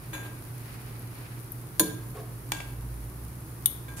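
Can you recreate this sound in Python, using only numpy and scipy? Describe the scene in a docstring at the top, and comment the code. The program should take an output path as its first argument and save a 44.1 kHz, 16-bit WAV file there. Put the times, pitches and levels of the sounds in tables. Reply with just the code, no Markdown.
"""Dough balls are lifted from hot oil in a small kitchen; bursting bubbles fizz over a mains hum.
First a wire strainer scrapes the pan and excites its modes, while the stirred oil seethes and spits.
The loaded strainer is then set down hard, with a clash and a thump, and a short groan follows.
A steel spoon raps on a rim, a low drone swells, and the spoon clinks on the wires.
Last, the strainer knocks on the pan and rubs along it."""
import sys
import numpy as np
from scipy import signal
from scipy.fft import rfft, irfft
from scipy.io import wavfile

SR = 44100
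rng = np.random.default_rng(int(sys.argv[2]) if len(sys.argv) > 2 else 0)


def pcm_store(signal):
    """Save signal as 16-bit PCM."""
    levels = np.round(np.clip(np.atleast_2d(signal), -1, 1) * 32767)
    wavfile.write(sys.argv[1], SR, levels.astype(np.int16).T)


N = 176400


def frying_pan():
    """Friction excitation: the chattering strainer builds up the pan's modes, then damps them at rest."""
    # Each row: frequency in Hz, level in dB, decay time to -60 dB (t60) in seconds.
    pan_modes = [(308.2, -5.5, 0.97), (1000, -11, 0.68), (1607, -0.5, 0.52), (2327, -8, 0.28),
                 (2730, -21, 0.21), (3465, -10.5, 0.29), (3990, -16.5, 0.31), (5970, -24, 0.26),
                 (6680, -11, 0.25), (6780, -18, 0.4), (10900, -21, .4), (13800, -11, 0.14)]
    # Each row: frequency in Hz, relative spectral density in dB.
    chatter_spectrum = [(150, -12), (600, -3), (1200, -8), (2500, -6.5), (4000, -14.5), (5500, -27),
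                        (9500, -16), (13000, -12.5), (16000, -35)]
    # Each row: start in seconds, level in dB, scrape length in seconds, relative chatter level in dB,
    # brightness in dB per octave, factor on the decay times.
    contacts = [(0.1308, -36.5, 0.026, 2.5, 3, 0.77), (0.228, -51, 0.041, 8.5, -5, 0.37),
                (1.796, -34, 0.0011, -10, -2, 0.56), (2.521, -35.5, .002, -10, -8, 0.48),
                (3.8827, -45, 0.0013, 9, -1.5, 0.88)]
    tones, scrapes, t = np.zeros((2, N)), np.zeros((2, N)), np.arange(SR) / SR
    strongest_hz = pan_modes[2][0]
    for start, db, length, chatter_db, bright_db, decay_factor in contacts:
        modes = [(hz, level + bright_db * np.log2(max(hz / strongest_hz, 1)), t60 * decay_factor)
                 for hz, level, t60 in pan_modes]
        chatter = diffuse(noise(chatter_spectrum, size=SR)) * amp(2.2 * wander(167)[:SR])
        release = np.exp(-np.maximum(t - length, 0) / 0.0043)
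        add(tones, start, amp(db) * ring(modes, apart_hz=2170) * rise(0.3 * length))
        add(scrapes, start, amp(db + chatter_db - 9) * chatter * release)
    return room(tones, wet_db=-6, early_db=-7) + room(scrapes, wet_db=0.5, early_db=-1.5)


def strainer():
    """Impact excitation: the wires clash in high modes while the loaded basket flexes in low ones."""
    # Each row: frequency in Hz, level in dB, t60 in seconds.
    wire_modes = [(1004, -12.5, 0.1), (1660, -3.5, 0.03), (3520, -13.5, 0.1), (4260, -2.5, 0.025),
                  (5990, -3.5, 0.033), (6820, -7, .1), (9250, 3, 0.024), (10910, -2, .06),
                  (10640, -1.5, 0.036), (11240, -15, .08), (13980, 4, .04), (15300, -14, .05)]
    basket_modes = [(178.4, -11.5, 0.21), (230, -9, 0.13), (309, 1, 0.11), (328.5, -13, 0.083),
                    (437, -11, 0.22), (582, -8.5, .12)]
    # Each row: frequency in Hz, relative spectral density in dB.
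    clash_spectrum = [(150, 1), (500, 5.5), (1300, -2), (2600, -5), (4000, -3), (5300, -3), (7800, -4.5),
                      (9400, 3), (11500, 6.5), (12800, 1), (14200, -1), (16000, 0)]
    # Each row: start in seconds, level in dB, left minus right in dB, brightness in dB per octave.
    hits = [(1.7961, -19, 1.5, 0.5), (1.806, -30.5, -16, -6)]
    # Each row: start in seconds, level in dB.
    thumps = [(1.7983, -26.5), (1.8044, -19.5)]
    clash = strikes(hits, wire_modes, clash_spectrum, crack_db=8.5, crack_t60=0.019, contact_s=0.00039)
    thump = np.zeros((2, N))
    for start, db in thumps:
        add(thump, start, amp(db) * ring(basket_modes) * rise(0.0034))
    return room(clash, wet_db=-8.5, early_db=-5) + room(thump, wet_db=-5.5, early_db=-25)


def spoon():
    """Damped free vibration: the spoon clinks brightly on the wires and bounces more dully on a rim."""
    # Each row: frequency in Hz, level in dB, t60 in seconds.
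    spoon_modes = [(2945, -21, 0.07), (3380, -12, .013), (4160, -20, .03), (6320, -14, 0.02),
                   (8600, -28, 0.023), (10040, -2, .01), (11780, 6, 0.014), (11380, -3, 0.018),
                   (13930, -13, .025), (14660, -9, .013)]
    rim_modes = [(840, -2.5, 0.014), (2310, -1.5, 0.026), (2700, -2, 0.026), (3425, -4.5, 0.026),
                 (4470, -5, .012), (5916, -18, 0.028), (6580, -12, .04), (8700, -19, .025)]
    # Each row: frequency in Hz, relative spectral density in dB.
    clink_spectrum = [(200, -32), (2500, -9.5), (3600, 2.5), (5000, -27), (6500, -8), (7600, -31),
                      (9000, 6), (10500, -3), (11500, 2), (12600, -24), (15300, -8), (16000, -18)]
    rap_spectrum = [(150, -1), (750, 0.5), (1700, -1.5), (2600, -5), (4200, -5), (5300, -7), (7700, -8.5),
                    (9000, -2), (10500, -23), (13500, -2), (16000, -28)]
    # Each row: start in seconds, level in dB, left minus right in dB, brightness in dB per octave.
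    clinks = [(3.6586, -15.5, 5.5, 3.5)]
    raps = [(2.5197, -21, 0.5, -0.5), (2.6015, -39, 3, -11), (2.6045, -34.5, -1, -8), (2.616, -48, 0, -6)]
    clink = strikes(clinks, spoon_modes, clink_spectrum, crack_db=-3, crack_t60=0.0097, contact_s=0.0012)
    rap = strikes(raps, rim_modes, rap_spectrum, crack_db=4, crack_t60=0.015, contact_s=0.0006)
    return room(clink, wet_db=-11.5, early_db=-8.5) + room(rap, wet_db=-7, early_db=-13)


def rubbing():
    """Sliding friction: wires rasp along the pan, and random slips drive resonances in a hollow groan."""
    # Each row: start in seconds, length in seconds, level in dB.
    rubs = [(3.967, .05, -42.5)]
    # Each row: frequency in Hz, relative spectral density in dB.
    rub_spectrum = [(150, 10), (1000, 2.5), (2100, 2.5), (3500, -6), (5500, -2), (7500, 4), (10000, 3),
                    (13000, -4), (16000, -15)]
    # Each row: centre frequency in Hz, bandwidth in Hz, relative level in dB.
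    resonances = [(450, 8.8, 5), (670, 16, 0), (1100, 70, -2.5), (1540, 120, -20), (2580, 1100, -40)]
    groan_start_s, groan_length_s, groan_db = 2.143, 0.071, -51.5
    out = np.zeros((2, N))
    for start, length, db in rubs:
        size = int(length * SR)
        grit = amp(db + 3.5 * wander(200)[:size])
        add(out, start, grit * noise(rub_spectrum, size) * signal.windows.tukey(size, 0.1))
    slips = rng.standard_normal(int(groan_length_s * SR))
    groan = sum(amp(db) * unit(signal.lfilter(*signal.iirpeak(hz, hz / width, SR), slips))
                for hz, width, db in resonances)
    add(out, groan_start_s, amp(groan_db) * balance(0) * groan * signal.windows.tukey(len(slips), 0.3))
    return room(out, wet_db=-4, early_db=-21.5)


def spits():
    """Impulsive bursts: single drops of hot oil each radiate a thin, quickly decaying tick."""
    # Each row: start in seconds, level in dB, left minus right in dB.
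    drops = [(0.9936, -35, 1), (1.5192, -26.5, 11), (2.1141, -40, 8)]
    # Each row: frequency in Hz, relative spectral density in dB.
    tick_spectrum = [(1000, -45), (8000, -32), (10500, -9), (11800, 2), (13200, -6), (16000, -14)]
    out = np.zeros((2, N))
    envelope = rise(0.00078) * decay(np.arange(SR) / SR, t60=0.014)
    for start, db, side_db in drops:
        add(out, start, amp(db) * balance(side_db) * diffuse(noise(tick_spectrum, size=SR)) * envelope)
    return room(out, wet_db=-10, early_db=-15)


def oil():
    """Shot noise: tiny bubbles burst at random over a steady fizz, and seething follows the stirring."""
    # Each row: frequency in Hz, relative spectral density in dB.
    fizz_spectrum = [(2000, -23), (4500, -9), (8300, -9.5), (9300, 0), (11500, 0), (13500, -3), (15700, -7)]
    seethe_spectrum = [(300, -14), (700, 1.5), (1100, 0), (2400, 1), (3400, -7.5), (4500, -5.5),
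                       (7000, -17.5), (12000, -25)]
    # Each row: time in seconds, seething level in dB.
    stirring = [(0, -56.5), (.55, -59), (.68, -51), (.9, -54.5), (1.08, -57.5), (1.2, -50.5), (1.5, -62),
                (2.4, -63), (4, -66)]
    fizz_db, pops_db, pop_spread_db, pops_per_s = -51.5, -57.5, 4.5, 500
    strengths = amp(pop_spread_db * np.minimum(rng.exponential(1, (2, N)), 5))
    bursts = rng.random((2, N)) < pops_per_s / SR
    pops = amp(pops_db) * colour(strengths * bursts, fizz_spectrum)
    fizz = noise(fizz_spectrum) * amp(fizz_db + 0.36 * wander(8.8))
    seethe = noise(seethe_spectrum) * amp(curve(stirring) + 1.3 * wander(35))
    return (fizz + pops) * balance(1) + seethe


def kitchen():
    """Superposition: diffuse room air, a wavering mains hum and a low drone that swells and rises."""
    # Each row: frequency in Hz, relative spectral density in dB.
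    air_spectrum = [(20, -26), (35, -4.5), (55, -2.5), (80, -4.5), (125, 5.5), (200, -7.5), (320, -6),
                    (550, -17), (800, -18), (1100, -16.5), (2000, -24), (4000, -36.5), (16000, -70)]
    # Each row: time in seconds, frequency in Hz, level in dB.
    drone_path = [(1.7, 55.8, -59), (2.3, 55.6, -50), (2.45, 55.5, -54), (2.83, 56.4, -38.5),
                  (3.04, 55.8, -39), (3.14, 61, -49), (3.256, 61, -41), (3.36, 64, -49.5),
                  (3.8, 62.7, -48.5)]
    air_db, hum_db, hum_hz = -44, -43.5, 118.9
    t = np.arange(N) / SR
    air = amp(air_db) * diffuse(noise(air_spectrum))
    hum = amp(hum_db + 1.8 * wander(2.7)) * np.sin(2 * np.pi * hum_hz * t + 0.46 * wander(11))
    drone_phase = 2 * np.pi * np.cumsum(curve(drone_path)) / SR
    drone = amp(curve(drone_path, column=2)) * np.sin(drone_phase)
    return (air + np.sqrt(2) * (hum + drone)) * balance(-1.7)


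def strikes(hits, modes, crack_spectrum, crack_db, crack_t60, contact_s):
    """Impact: dense overtones crack while the modes build up; softer contacts excite less treble."""
    out, t = np.zeros((2, N)), np.arange(SR) / SR
    octaves = np.log2(np.maximum(np.fft.rfftfreq(SR, 1 / SR) / 3000, 1))  # brightness acts above 3 kHz
    touch = decay(np.maximum(t - contact_s, 0), crack_t60)
    for start, db, side_db, bright_db in hits:
        tones = ring(modes) * rise(contact_s)
        crack = amp(crack_db) * touch * diffuse(noise(crack_spectrum, size=SR))
        hit = irfft(rfft(tones + crack) * amp(bright_db * octaves), SR)[:, :SR // 2]
        add(out, start, amp(db) * balance(side_db) * hit)
    return out


def ring(modes, apart_hz=3000):
    """Modal superposition: damped sines whose left-right phase gap grows with pitch up to apart_hz."""
    t, shape = np.arange(SR) / SR, (len(modes), 1, 1)
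    turns = rng.uniform(0.07, 0.18, shape) * rng.choice([-1, 1], shape) * np.array([[1], [-1]])
    return sum(amp(db) * decay(t, t60) * np.sin(2 * np.pi * (hz * t + turn * min(hz / apart_hz, 1)))
               for (hz, db, t60), turn in zip(modes, turns))


def room(x, wet_db, early_db):
    """Reverberation: early reflections from pan and stove, then a tail whose treble dies first."""
    # Each row: frequency in Hz, t60 in seconds.
    reverb_times = [(150, 0.62), (600, 0.73), (2000, 0.6), (6000, 0.47), (11000, 0.37), (16000, 0.32)]
    t = np.arange(SR) / SR
    echoes = rng.standard_normal((2, SR)) * (rng.random((2, SR)) < 0.15) * (t > 0.004)
    hz, frame_s, bands = signal.stft(echoes, SR, nperseg=256)
    absorbed = bands * decay(frame_s, read(reverb_times, hz)[:, None])
    tail = signal.istft(absorbed, SR, nperseg=256)[1][:, :SR]
    early = rng.standard_normal((2, SR)) * (t > 0.002) * np.exp(-t / 0.007)
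    response = (amp(wet_db) * unit(tail) + amp(early_db) * unit(early)) / np.sqrt(SR)
    return x + signal.fftconvolve(x, diffuse(response), axes=1)[:, :N]


def diffuse(x):
    """Spatial coherence: at two nearby points a diffuse field is alike in the bass, unlike in treble."""
    # Each row: frequency in Hz, left-right coherence from 0 to 1.
    coherence = [(60, 1), (130, 0.97), (290, 0.85), (640, 0.48), (1400, 0), (16000, 0.12)]
    size = x.shape[1]
    left, independent = rfft(x)
    shared = read(coherence, np.fft.rfftfreq(size, 1 / SR))
    right = shared * left + np.sqrt(1 - shared ** 2) * independent
    return irfft(np.array([left, right]), size)


def noise(spectrum, size=N):
    """Filtered white noise, uncorrelated left and right."""
    return colour(rng.standard_normal((2, size)), spectrum)


def colour(x, spectrum):
    """Spectral shaping, scaled to rms 1."""
    size = x.shape[-1]
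    gain = amp(read(spectrum, np.fft.rfftfreq(size, 1 / SR)))
    return unit(irfft(rfft(x) * gain, size))


def wander(rate_hz):
    """Random modulation: low-passed noise at rms 1."""
    rolloff = 1 + (np.fft.rfftfreq(N, 1 / SR) / rate_hz) ** 4
    return unit(irfft(rfft(rng.standard_normal(N)) / rolloff, N))


def rise(seconds):
    """Linear attack, then held at 1; one second in all."""
    return np.minimum(np.arange(SR) / SR / seconds, 1)


def decay(t, t60):
    """Exponential damping by 60 dB every t60 seconds."""
    return amp(-60 * t / t60)


def amp(db):
    """Decibels to amplitude ratio."""
    return 10 ** (np.asarray(db) / 20)


def unit(x):
    """Normalisation to rms 1."""
    return x / np.sqrt(np.mean(x ** 2) + 1e-20)


def read(points, hz):
    """Interpolation on a log-frequency axis."""
    table_hz, values = np.transpose(points)
    return np.interp(np.log(hz + 1), np.log(table_hz + 1), values)


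def curve(points, column=1):
    """Linear interpolation in time, at every sample."""
    columns = np.transpose(points)
    return np.interp(np.arange(N) / SR, columns[0], columns[column])


def balance(db):
    """Left and right gains for a level difference."""
    return amp(np.array([[db], [-db]]) / 2)


def add(mix, start, sound):
    """Superposes a stereo sound from a start in seconds."""
    part = mix[:, round(start * SR):][:, :sound.shape[1]]
    part += sound[:, :part.shape[1]]


def scene():
    """Superposition of all sources at the stove."""
    return frying_pan() + strainer() + spoon() + rubbing() + oil() + spits() + kitchen()


def record(dry):
    """Soft saturation rounds the peaks, then a low-pass filter limits the band."""
    cutoff_hz = 15750
    lowpass = signal.firwin(401, cutoff_hz, window=("kaiser", 8), fs=SR)
    return signal.oaconvolve(np.tanh(dry), lowpass[None], "same")


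dry = scene()
out = record(dry)
pcm_store(out)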